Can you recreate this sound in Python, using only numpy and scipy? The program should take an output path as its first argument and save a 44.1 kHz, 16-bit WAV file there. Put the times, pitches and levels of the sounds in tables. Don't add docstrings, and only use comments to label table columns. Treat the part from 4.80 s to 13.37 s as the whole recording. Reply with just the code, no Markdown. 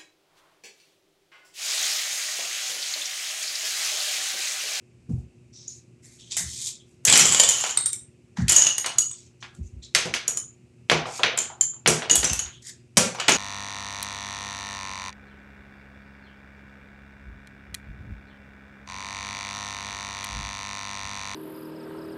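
import sys
import numpy as np
from scipy import signal
from scipy.fft import rfft, irfft, next_fast_len
from scipy.io import wavfile
from scipy.ndimage import uniform_filter1d, minimum_filter1d

SR = 44100
rng = np.random.default_rng(int(sys.argv[2]) if len(sys.argv) > 2 else 0)


def output_pcm(signal):
    pcm = np.clip(np.atleast_2d(signal).T, -1, 1) * 32767
    wavfile.write(sys.argv[1], SR, np.round(pcm).astype(np.int16))


N = 377937
NOW = np.arange(N) / SR
BRIEF = np.arange(4096) / SR
TAIL = np.arange(24576) / SR

# start_s, level_db, pitch_hz, flatness_db, tick_db
STICK_BOUNCES = [ (0.8793, -6.5, 6770, -21.5, -19), (1.568, -10.5, 6930, 8, 10.5), (2.251, 5, 6600, -2, 5),
                 (2.298, 11, 7960, 3.5, -13), (2.325, 13, 7500, 5.5, -7), (2.336, 6, 6880, 13.5, -11),
                 (2.355, 6, 5935, 6, -6.5), (2.375, 4.5, 7010, -7, 10.5), (2.394, 5.5, 6950, 7.5, -2),
                 (2.408, 11, 6070, -15.5, -22), (2.454, 9.5, 7030, 3, -10.5), (2.522, 7.5, 7800, 0, -8),
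                 (2.546, 5.5, 7580, 8.5, -6), (2.5978, 16.5, 7160, 5, -8.5), (2.635, 8, 7940, 6.5, -16.5),
                 (2.689, 9.5, 6950, 0, -2.5), (2.695, 8, 7140, -3, -16.5), (2.809, -0.5, 7150, 0, -8),
                 (2.838, -2.5, 7020, 1.5, -8.5), (2.907, -7, 7220, -1, -9.5), (2.9726, 10, 8560, 0, -14),
                 (3.0585, 7.5, 8640, -6.5, -12), (3.066, -1, 8766, -2.5, -10.5),
                 (3.1303, 0, 8360, -7.5, -4.5), (3.695, 9, 7100, -17.5, -1), (3.721, 5, 7540, -1, 3),
                 (3.763, 17.5, 6670, -8, -7.5), (3.7823, 11.5, 6910, -11, -21), (3.82, 13, 6840, 0, -28),
                 (3.867, 8, 6660, 7, -22), (3.981, 0.5, 6730, 2.5, 1), (4.061, -3.5, 6640, 10, 1),
                 (4.184, 12, 6710, -6.5, -6), (4.312, -9, 8060, 0.5, -13), (5.479, 7, 6760, -16.5, -5),
                 (5.572, 1.5, 7020, -3, -5), (6.575, -1.5, 7300, 2, -0.5), (6.587, 5, 7120, -2, -6),
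                 (6.8097, 13.5, 7120, -8.5, -15), (7.298, -3, 6650, 21.5, -28),
                 (7.3106, 16.5, 6870, -11, -12.5), (7.3553, 9, 7710, 1, 0), (7.443, 5.5, 7450, 1, -7),
                 (7.449, 5.5, 6000, -6.5, -18), (7.498, 1, 6190, 4.5, -18.5), (7.5319, -4, 6030, 5.5, 3.5),
                 (7.5921, 3, 6757, -1.5, -7.5), (8.400, -6.5, 6750, 16.5, -23), (8.482, 1.5, 6640, 17, -7),
                 (8.519, 8, 6810, 4, -19)]
# start_s, length_s, level_db, first_pitch_hz
HEAP_FALLS = [(2.256, .66, 0, 7335), (3.689, .22, 0, 6910), (7.301, .3, -11, 6810)]
# pitch_ratio, level_db, decay_s
STICK_TONES = [(0.873, -8, 0.016), (0.932, -10, 0.0145), (0.973, 3.5, 0.012), (1.016, 1.5, .018),
               (1.28, -31.5, 0.0061)]
# frequency_hz, level_db
CLACK_SPECTRUM = [(80, -8.5), (300, -3), (1200, -4), (2400, -2.5), (5000, -0.5), (8000, -4.5),
                  (12000, -24.5)]
# frequency_hz, level_db
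TICK_SPECTRUM = [(3000, -25), (7000, 5), (9000, 2.5), (11000, -5.5), (12500, -13.5), (15000, -22)]
# start_s, level_db, wait_until_flat_s, hollow_db, bass_db, edge_treble_db, flat_treble_db
DRAWER_DROPS = [(5.1489, 13.5, 0.007, -8, -21.5, -0.5, -7.5), (5.3389, 6, .009, -8, -17, -6.5, -2.5),
                (6.098, 14, .017, 3, -11, -14, -7), (6.4334, 14.5, .007, -5.5, -19, -18.5, -21),
                (7.06, 13, .015, 1, -6, -24, 13.5), (8.17, 11.5, .005, 2.5, -5, 2.5, 14),
                (8.4846, 15.5, .007, -0.5, -11, -43, 3)]
# start_s, level_db, hollow_db, bass_db, treble_db
WOOD_TAPS = [(0.294, -34, 21, 26.5, 7.5), (1.591, -23.5, 14, -13, -11), (2.279, 10, -17, -1.5, -7),
             (2.358, 9.5, -10.5, -5, 0.5), (2.396, 8, -9, -7.5, -0.5), (2.839, -1.5, 11, -15, -8.5),
             (3.571, -13.5, 14.5, -19, -4), (3.682, 1.5, -15.5, -25.5, 4), (4.0442, -3, 8.5, -18, -19.5),
             (4.065, -5.5, 5, -27, -10), (4.626, -11, 8, -25.5, -13), (5.255, -14, 20, 15.5, 3),
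             (5.48, -9.5, 7, 2, -1.5), (6.2562, -10.5, 22.5, 1, -9.5), (6.394, -10.5, 22.5, 0, -9),
             (6.577, -3, 5, -1, -5.5), (6.701, -21, 25.5, -18.5, -11.5), (6.935, -28, 20, -14, -14),
             (7.221, -3.5, 11, 0, -15.5), (7.31, -5.5, 10.5, 8, -14), (7.43, 0.5, 5, 5, -5),
             (7.592, -12, 8.5, -12, -4), (7.66, -14, 0.5, -16, -13), (8.348, -13, 19, -18, 1),
             (8.3863, -10, 13, -3, -13), (8.399, 0, 7.5, -15, -13)]
# pitch_hz, level_db, decay_s
PANEL_TONES = [(157, -1.5, 0.29), (239, -1.5, 0.12), (358, 7, 0.033), (472, 0, 0.04), (473, 7.5, 0.026),
               (655, -9.5, 0.081), (1000, -11, 0.016), (1397, -7, 0.14), (1620, -8, 0.12),
               (2250, -2.5, 0.06), (2487, -4.5, 0.096), (6000, 7.5, 0.07)]
# frequency_hz, level_db
KNOCK_SPECTRUM = [(60, -19.5), (150, 3), (400, -5.5), (900, -7), (2300, 2), (4000, -1), (6500, -1),
                  (8500, -6), (11000, -13), (14000, -32.5)]
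# start_s, level_db, favoured_pitch_hz, rocking_db
BENCH_BUMPS = [(0.288, 5, 192, 3), (1.599, -9.5, 196, 0.5), (1.65, -7.5, 86.3, -24), (2.302, -4, 165, -14),
               (2.471, -3.5, 162.5, -14.5), (3.578, 9, 178.6, 2), (4.773, -4, 180.2, -7.5),
               (4.795, 2.5, 64.5, -20), (4.921, -4, 60, -14.5), (5.245, -7, 180, -5),
               (6.109, -5, 131.6, -17), (7.082, -4.5, 112, -17), (7.359, -0.5, 69, -26.5),
               (7.492, 2, 93, -21), (7.611, -7, 68, -22), (8.177, 4.5, 182, -24)]
# pitch_hz, level_db, decay_s
BENCH_TONES = [(60, -1, 0.26), (76.2, 3, 0.19), (91.2, 1.5, 0.026), (126, 3, 0.12), (168, 0.5, 0.15),
               (221, 3, 0.11), (260, -0.5, 0.073)]
# start_s, length_s, level_db, swell_db, brightness_db, rasp_pitch_hz, rasp_db
SLIDE_STROKES = [(0.291, .12, -62.5, -5, 8, 700, -2), (0.725, 0.2, -51, -2, -29.5, 5650, 0),
                 (0.881, 0.1, -52, -3, 3, 6600, -4), (1.222, .15, -52.5, -6.5, 5, 2162, -10.5),
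                 (1.383, 0.12, -49.5, -4, -3, 3280, -4.5), (1.505, 0.04, -32, -8, -11, 3600, -9),
                 (1.564, 0.067, -33, -17, 8, 2000, -11), (1.653, .235, -38, 10, 2.5, 3597, -11),
                 (1.994, .025, -66.5, -5.5, -5, 3310, 10), (2.059, 0.082, -63.5, -2.5, 7, 6000, -6),
                 (3.562, 0.062, -47, -1, -5, 1766, 2), (4.326, 0.15, -50.5, -10, -6, 3020, -18),
                 (4.601, .06, -50.5, -6, -8, 3020, -14), (4.738, .03, -55.5, -5, 6, 6484, -10.5),
                 (4.82, .055, -64, 5, 6, 6540, 7), (5.019, 0.032, -43.5, -2, -11.5, 3886, -4),
                 (6.259, .12, -41, 8, -1.5, 2360, -11), (7.71, 0.069, -58.5, -2.5, 0, 3290, 6),
                 (7.812, 0.08, -46, 15, 1, 1910, -13)]
# frequency_hz, level_db
RUB_SPECTRUM = [(290, -51.5), (500, -34), (871, -29), (976, -21.5), (1330, -33), (2460, -12.5),
                (2880, -16.5), (3270, -12), (7260, -2), (9790, -14), (15000, -36.5)]
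# frequency_hz, decay_s
ECHO_DECAYS = [(100, 0.45), (500, 0.65), (2000, 0.49), (7000, 0.41), (13000, 0.23)]
# frequency_hz, level_db
AIR_SPECTRUM = [(25, -42.5), (45, -19), (65, -5.5), (130, -1), (180, -6), (290, -13), (350, -9), (450, -18),
                (900, -31), (1800, -33), (2600, -23.5), (3300, -36), (8000, -32.5), (15000, -59.5)]
# pitch_hz, level_db
HUM_TONES = [(121, -62), (241, -68), (360.3, -68)]

LOW_RING_RATIO, LOW_RING_DECAY_S = .437, .045
LOW_RING_DB, CLACK_DB = -14, -8.5
CLACK_TICK_SHARE = 0.22
TUMBLE_FADE_DB, TUMBLE_PITCH_SAG = -11.5, 0.067
FLAT_DB, FLAT_HOLLOW_DB, FLAT_BASS_DB = -8.5, 12.5, 14
ROCK_GAP_S, ROCK_PITCH_RATIO, ROCK_FADE_DB = .033, .63, -8.5
STROKE_ATTACK_S, STROKE_RELEASE_S = 0.012, .016
SUPPRESS_DB, TOP_HZ = 11.5, 15800


def stick_hit(hz, flat_db, tick_db, far_end_db=-12):
    tones = [(hz * ratio, db, decay_s) for ratio, db, decay_s in STICK_TONES]
    main = ring(BRIEF, tones, rise_s=0.0014, detune=0.0018)
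    low = ring(BRIEF, [(hz * LOW_RING_RATIO, 0, LOW_RING_DECAY_S)], rise_s=.001)
    clack_db = CLACK_DB + flat_db + CLACK_TICK_SHARE * tick_db
    clack = undb(clack_db) * crack(CLACK_SPECTRUM, decay_s=0.032)
    tick = undb(tick_db) * crack(TICK_SPECTRUM, decay_s=0.016)
    hit = main + undb(LOW_RING_DB + flat_db) * low + clack + tick
    add(hit, rng.uniform(0.0026, 0.0068), undb(far_end_db) * hit)
    return hit


def bouncing_sticks(echoes):
    out = np.zeros(N)
    for start_s, db, hz, flat_db, tick_db in STICK_BOUNCES:
        add(out, start_s, undb(db) * in_room(stick_hit(hz, flat_db, tick_db), echoes, echo_db=-3.0))
    return out


def tumbling_sticks(echoes, hits_per_s=110, pitch_spread=.04, scatter_db=3.0):
    out = np.zeros(N)
    for start_s, length_s, db, hz in HEAP_FALLS:
        for age_s in np.arange(0, length_s, 1 / hits_per_s):
            late, shift, force = rng.standard_normal(3)
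            progress = age_s / length_s
            pitch_hz = hz * (1 - TUMBLE_PITCH_SAG * progress + pitch_spread * shift)
            gain = undb(db + TUMBLE_FADE_DB * progress + scatter_db * force)
            add(out, start_s + age_s + .002 * late, gain * stick_hit(pitch_hz, flat_db=6.5, tick_db=-6))
    return in_room(out, echoes, echo_db=0.0)[:N]


def wood_knock(echoes, hollow_db, bass_db, treble_db, echo_db, panels_db=-8):
    panels = ring(BRIEF, PANEL_TONES, rise_s=0.0006, detune=.025)
    blow = undb(panels_db) * in_room(panels, echoes, echo_db)
    add(blow, 0, crack(KNOCK_SPECTRUM, decay_s=0.031))
    crack_echo = unit(colour(echoes[rng.integers(len(echoes))], KNOCK_SPECTRUM))
    add(blow, 0, undb(echo_db) * crack_echo)
    return colour(blow, [(250, bass_db), (800, hollow_db), (2000, 0), (3500, 0.0051), (8000, treble_db)])


def drawer_knocks(echoes):
    out = np.zeros(N)
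    for start_s, db, wait_s, hollow_db, bass_db, edge_treble_db, flat_treble_db in DRAWER_DROPS:
        edge = wood_knock(echoes, hollow_db, bass_db, edge_treble_db, echo_db=-1.0)
        flat = wood_knock(echoes, hollow_db + FLAT_HOLLOW_DB, bass_db + FLAT_BASS_DB,
                          flat_treble_db, echo_db=2.6)
        add(out, start_s, undb(db) * edge)
        add(out, start_s + wait_s, undb(db + FLAT_DB) * flat)
    for start_s, db, hollow_db, bass_db, treble_db in WOOD_TAPS:
        add(out, start_s, undb(db) * wood_knock(echoes, hollow_db, bass_db, treble_db, echo_db=3.5))
    return out


def bench_thuds(echoes, db_per_octave=14):
    out = np.zeros(N)
    for start_s, db, pitch_hz, rock_db in BENCH_BUMPS:
        for rock, push_db in enumerate([0, rock_db, rock_db + ROCK_FADE_DB]):
            push_hz = pitch_hz * ROCK_PITCH_RATIO ** rock
            tones = [(hz, tone_db - db_per_octave * abs(np.log2(hz / push_hz)), decay_s)
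                     for hz, tone_db, decay_s in BENCH_TONES]
            thud = ring(TAIL[:len(TAIL) // 2], tones, rise_s=0.011, detune=0.038)
            add(out, start_s + rock * ROCK_GAP_S, undb(db + push_db) * in_room(thud, echoes, echo_db=-8))
    return out


def sliding_wood(echoes, grain_db=4):
    out = np.zeros(N)
    size = len(TAIL) // 3 * 2
    treble_filter = signal.butter(3, 8200, "high", fs=SR, output="sos")
    for start_s, length_s, db, swell_db, bright_db, rasp_hz, rasp_db in SLIDE_STROKES:
        noise = rng.standard_normal(size)
        roughness = undb(grain_db * np.repeat(rng.standard_normal(size // 64), 64))
        rub = unit(colour(noise * roughness, RUB_SPECTRUM)) * np.sqrt(size)
        treble = signal.sosfiltfilt(treble_filter, rub)
        friction = rub - treble + undb(bright_db) * treble + undb(rasp_db) * rasp(rasp_hz, size)
        add(out, start_s, undb(db) * hand_push(length_s, swell_db)[:size] * friction)
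    return in_room(out, echoes, echo_db=-3.5)[:N]


def rasp(hz, size, width=0.26):
    slips = rng.standard_normal(size) ** 3
    resonance = np.exp(-np.pi * width * hz * BRIEF) * BRIEF * np.sin(2 * np.pi * hz * BRIEF)
    return np.sqrt(size) * unit(signal.fftconvolve(slips, resonance)[:size])


def hand_push(length_s, swell_db):
    attack = np.minimum(TAIL / STROKE_ATTACK_S, 1)
    swell = undb(swell_db * (np.minimum(TAIL / length_s, 1) - .5))
    release = np.exp(-np.maximum(TAIL - length_s, 0) / STROKE_RELEASE_S)
    return attack * swell * release


def workshop_echoes(spots, early_db=6, early_s=0.036):
    hz = np.fft.rfftfreq(len(TAIL), 1 / SR)
    surfaces = np.repeat(rng.standard_normal((spots, len(TAIL) // 32)), 32, axis=1)
    reflections = undb(early_db * np.exp(-TAIL / early_s) * np.clip(surfaces, -2, 2))
    spectrum = rfft(rng.standard_normal((spots, len(TAIL))) * reflections)
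    centres_hz = [centre for centre, _ in ECHO_DECAYS]
    echoes = 0
    for share, (_, decay_s) in zip(np.eye(len(centres_hz)), ECHO_DECAYS):
        band = irfft(spectrum * at_hz(hz, list(zip(centres_hz, share))))
        echoes = echoes + band * fade(TAIL, decay_s)
    soak = np.exp(-(TAIL / .235) ** 4)
    build_up = 1 - np.exp(-TAIL / 0.0044)
    return [unit(echo * soak * build_up) for echo in echoes]


def in_room(x, echoes, echo_db):
    heard = undb(echo_db) * signal.fftconvolve(x, echoes[rng.integers(len(echoes))])
    heard[:len(x)] += x
    return heard


def workshop_air():
    size = next_fast_len(N)
    shape = undb(at_hz(np.fft.rfftfreq(size, 1 / SR), AIR_SPECTRUM))
    rumble = irfft(rfft(rng.standard_normal(size)) * shape, size)[:N]
    hum = sum(undb(db) * np.sqrt(2) * np.sin(2 * np.pi * (hz * NOW + rng.random()))
              for hz, db in HUM_TONES)
    return undb(-59.5) * unit(rumble) * np.sqrt(N) + hum


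def ring(t, tones, rise_s, detune=0.):
    total = 0
    for hz, db, decay_s in tones:
        strength, shift, phase = rng.standard_normal(3)
        wave = np.sin(2 * np.pi * (hz * (1 + detune * shift) * t + phase))
        total = total + undb(db + 2 * strength) * fade(t, decay_s) * wave
    return unit(total * (1 - np.exp(-t / rise_s)) ** 2)


def crack(spectrum, decay_s):
    return unit(colour(rng.standard_normal(len(BRIEF)) * fade(BRIEF, decay_s), spectrum))


def colour(x, spectrum, size=2048):
    gains = undb(at_hz(np.fft.rfftfreq(size, 1 / SR), spectrum))
    cepstrum = irfft(np.log(gains))
    cepstrum[1:size // 2] *= 2
    cepstrum[size // 2 + 1:] = 0
    response = irfft(np.exp(rfft(cepstrum)))
    return signal.fftconvolve(x, response)[:len(x)]


def undb(db):
    return 10 ** (np.asarray(db) / 20)


def unit(x):
    return x / np.sqrt(np.sum(x ** 2) + 1e-20)


def at_hz(hz, points):
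    points_hz, values = np.transpose(points)
    return np.interp(np.log(hz + 1), np.log(points_hz), values)


def fade(t, decay_s):
    return np.exp(-np.log(1000) * t / np.maximum(decay_s, 1e-3))


def add(out, start_s, x):
    first = max(int(start_s * SR), 0)
    out[first:first + len(x)] += x[:max(len(out) - first, 0)]


def suppress_noise(x, margin_db=23):
    hz, _, bands = signal.stft(x, SR, nperseg=512)
    power = uniform_filter1d(abs(bands) ** 2, size=7, axis=-2)
    power = uniform_filter1d(power, size=3, axis=-1)
    background = np.quantile(power, .1, axis=-1, keepdims=True)
    margin = undb(margin_db + at_hz(hz, [(250, -14.0), (2000, -14), (7000, -7)]))[:, None]
    opening = power / (power + margin ** 2 * background + 1e-20)
    return signal.istft(bands * undb(-SUPPRESS_DB * (1 - opening)), nperseg=512)[1][..., :N]


def limit_peaks(x, ceiling=.93):
    gain = np.minimum(1, ceiling / (abs(x) + 1e-9))
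    held = minimum_filter1d(gain, size=45, axis=-1)
    return x * uniform_filter1d(held, size=45, axis=-1)


def scene():
    echoes = workshop_echoes(spots=8)
    air = undb(SUPPRESS_DB) * workshop_air()
    cabinet = sliding_wood(echoes) + bench_thuds(echoes) + drawer_knocks(echoes)
    sticks = bouncing_sticks(echoes) + tumbling_sticks(echoes)
    return (sticks + cabinet + air)[None]


def record(dry, bass_hz=48, treble_hz=13200):
    heard = suppress_noise(dry)
    heard = signal.sosfilt(signal.butter(5, bass_hz, "high", fs=SR, output="sos"), heard)
    heard = signal.sosfilt(signal.butter(10, treble_hz, fs=SR, output="sos"), heard)
    return signal.sosfilt(signal.ellip(8, .2, 80, TOP_HZ, fs=SR, output="sos"), limit_peaks(heard))


dry = scene()
out = record(dry)
output_pcm(out)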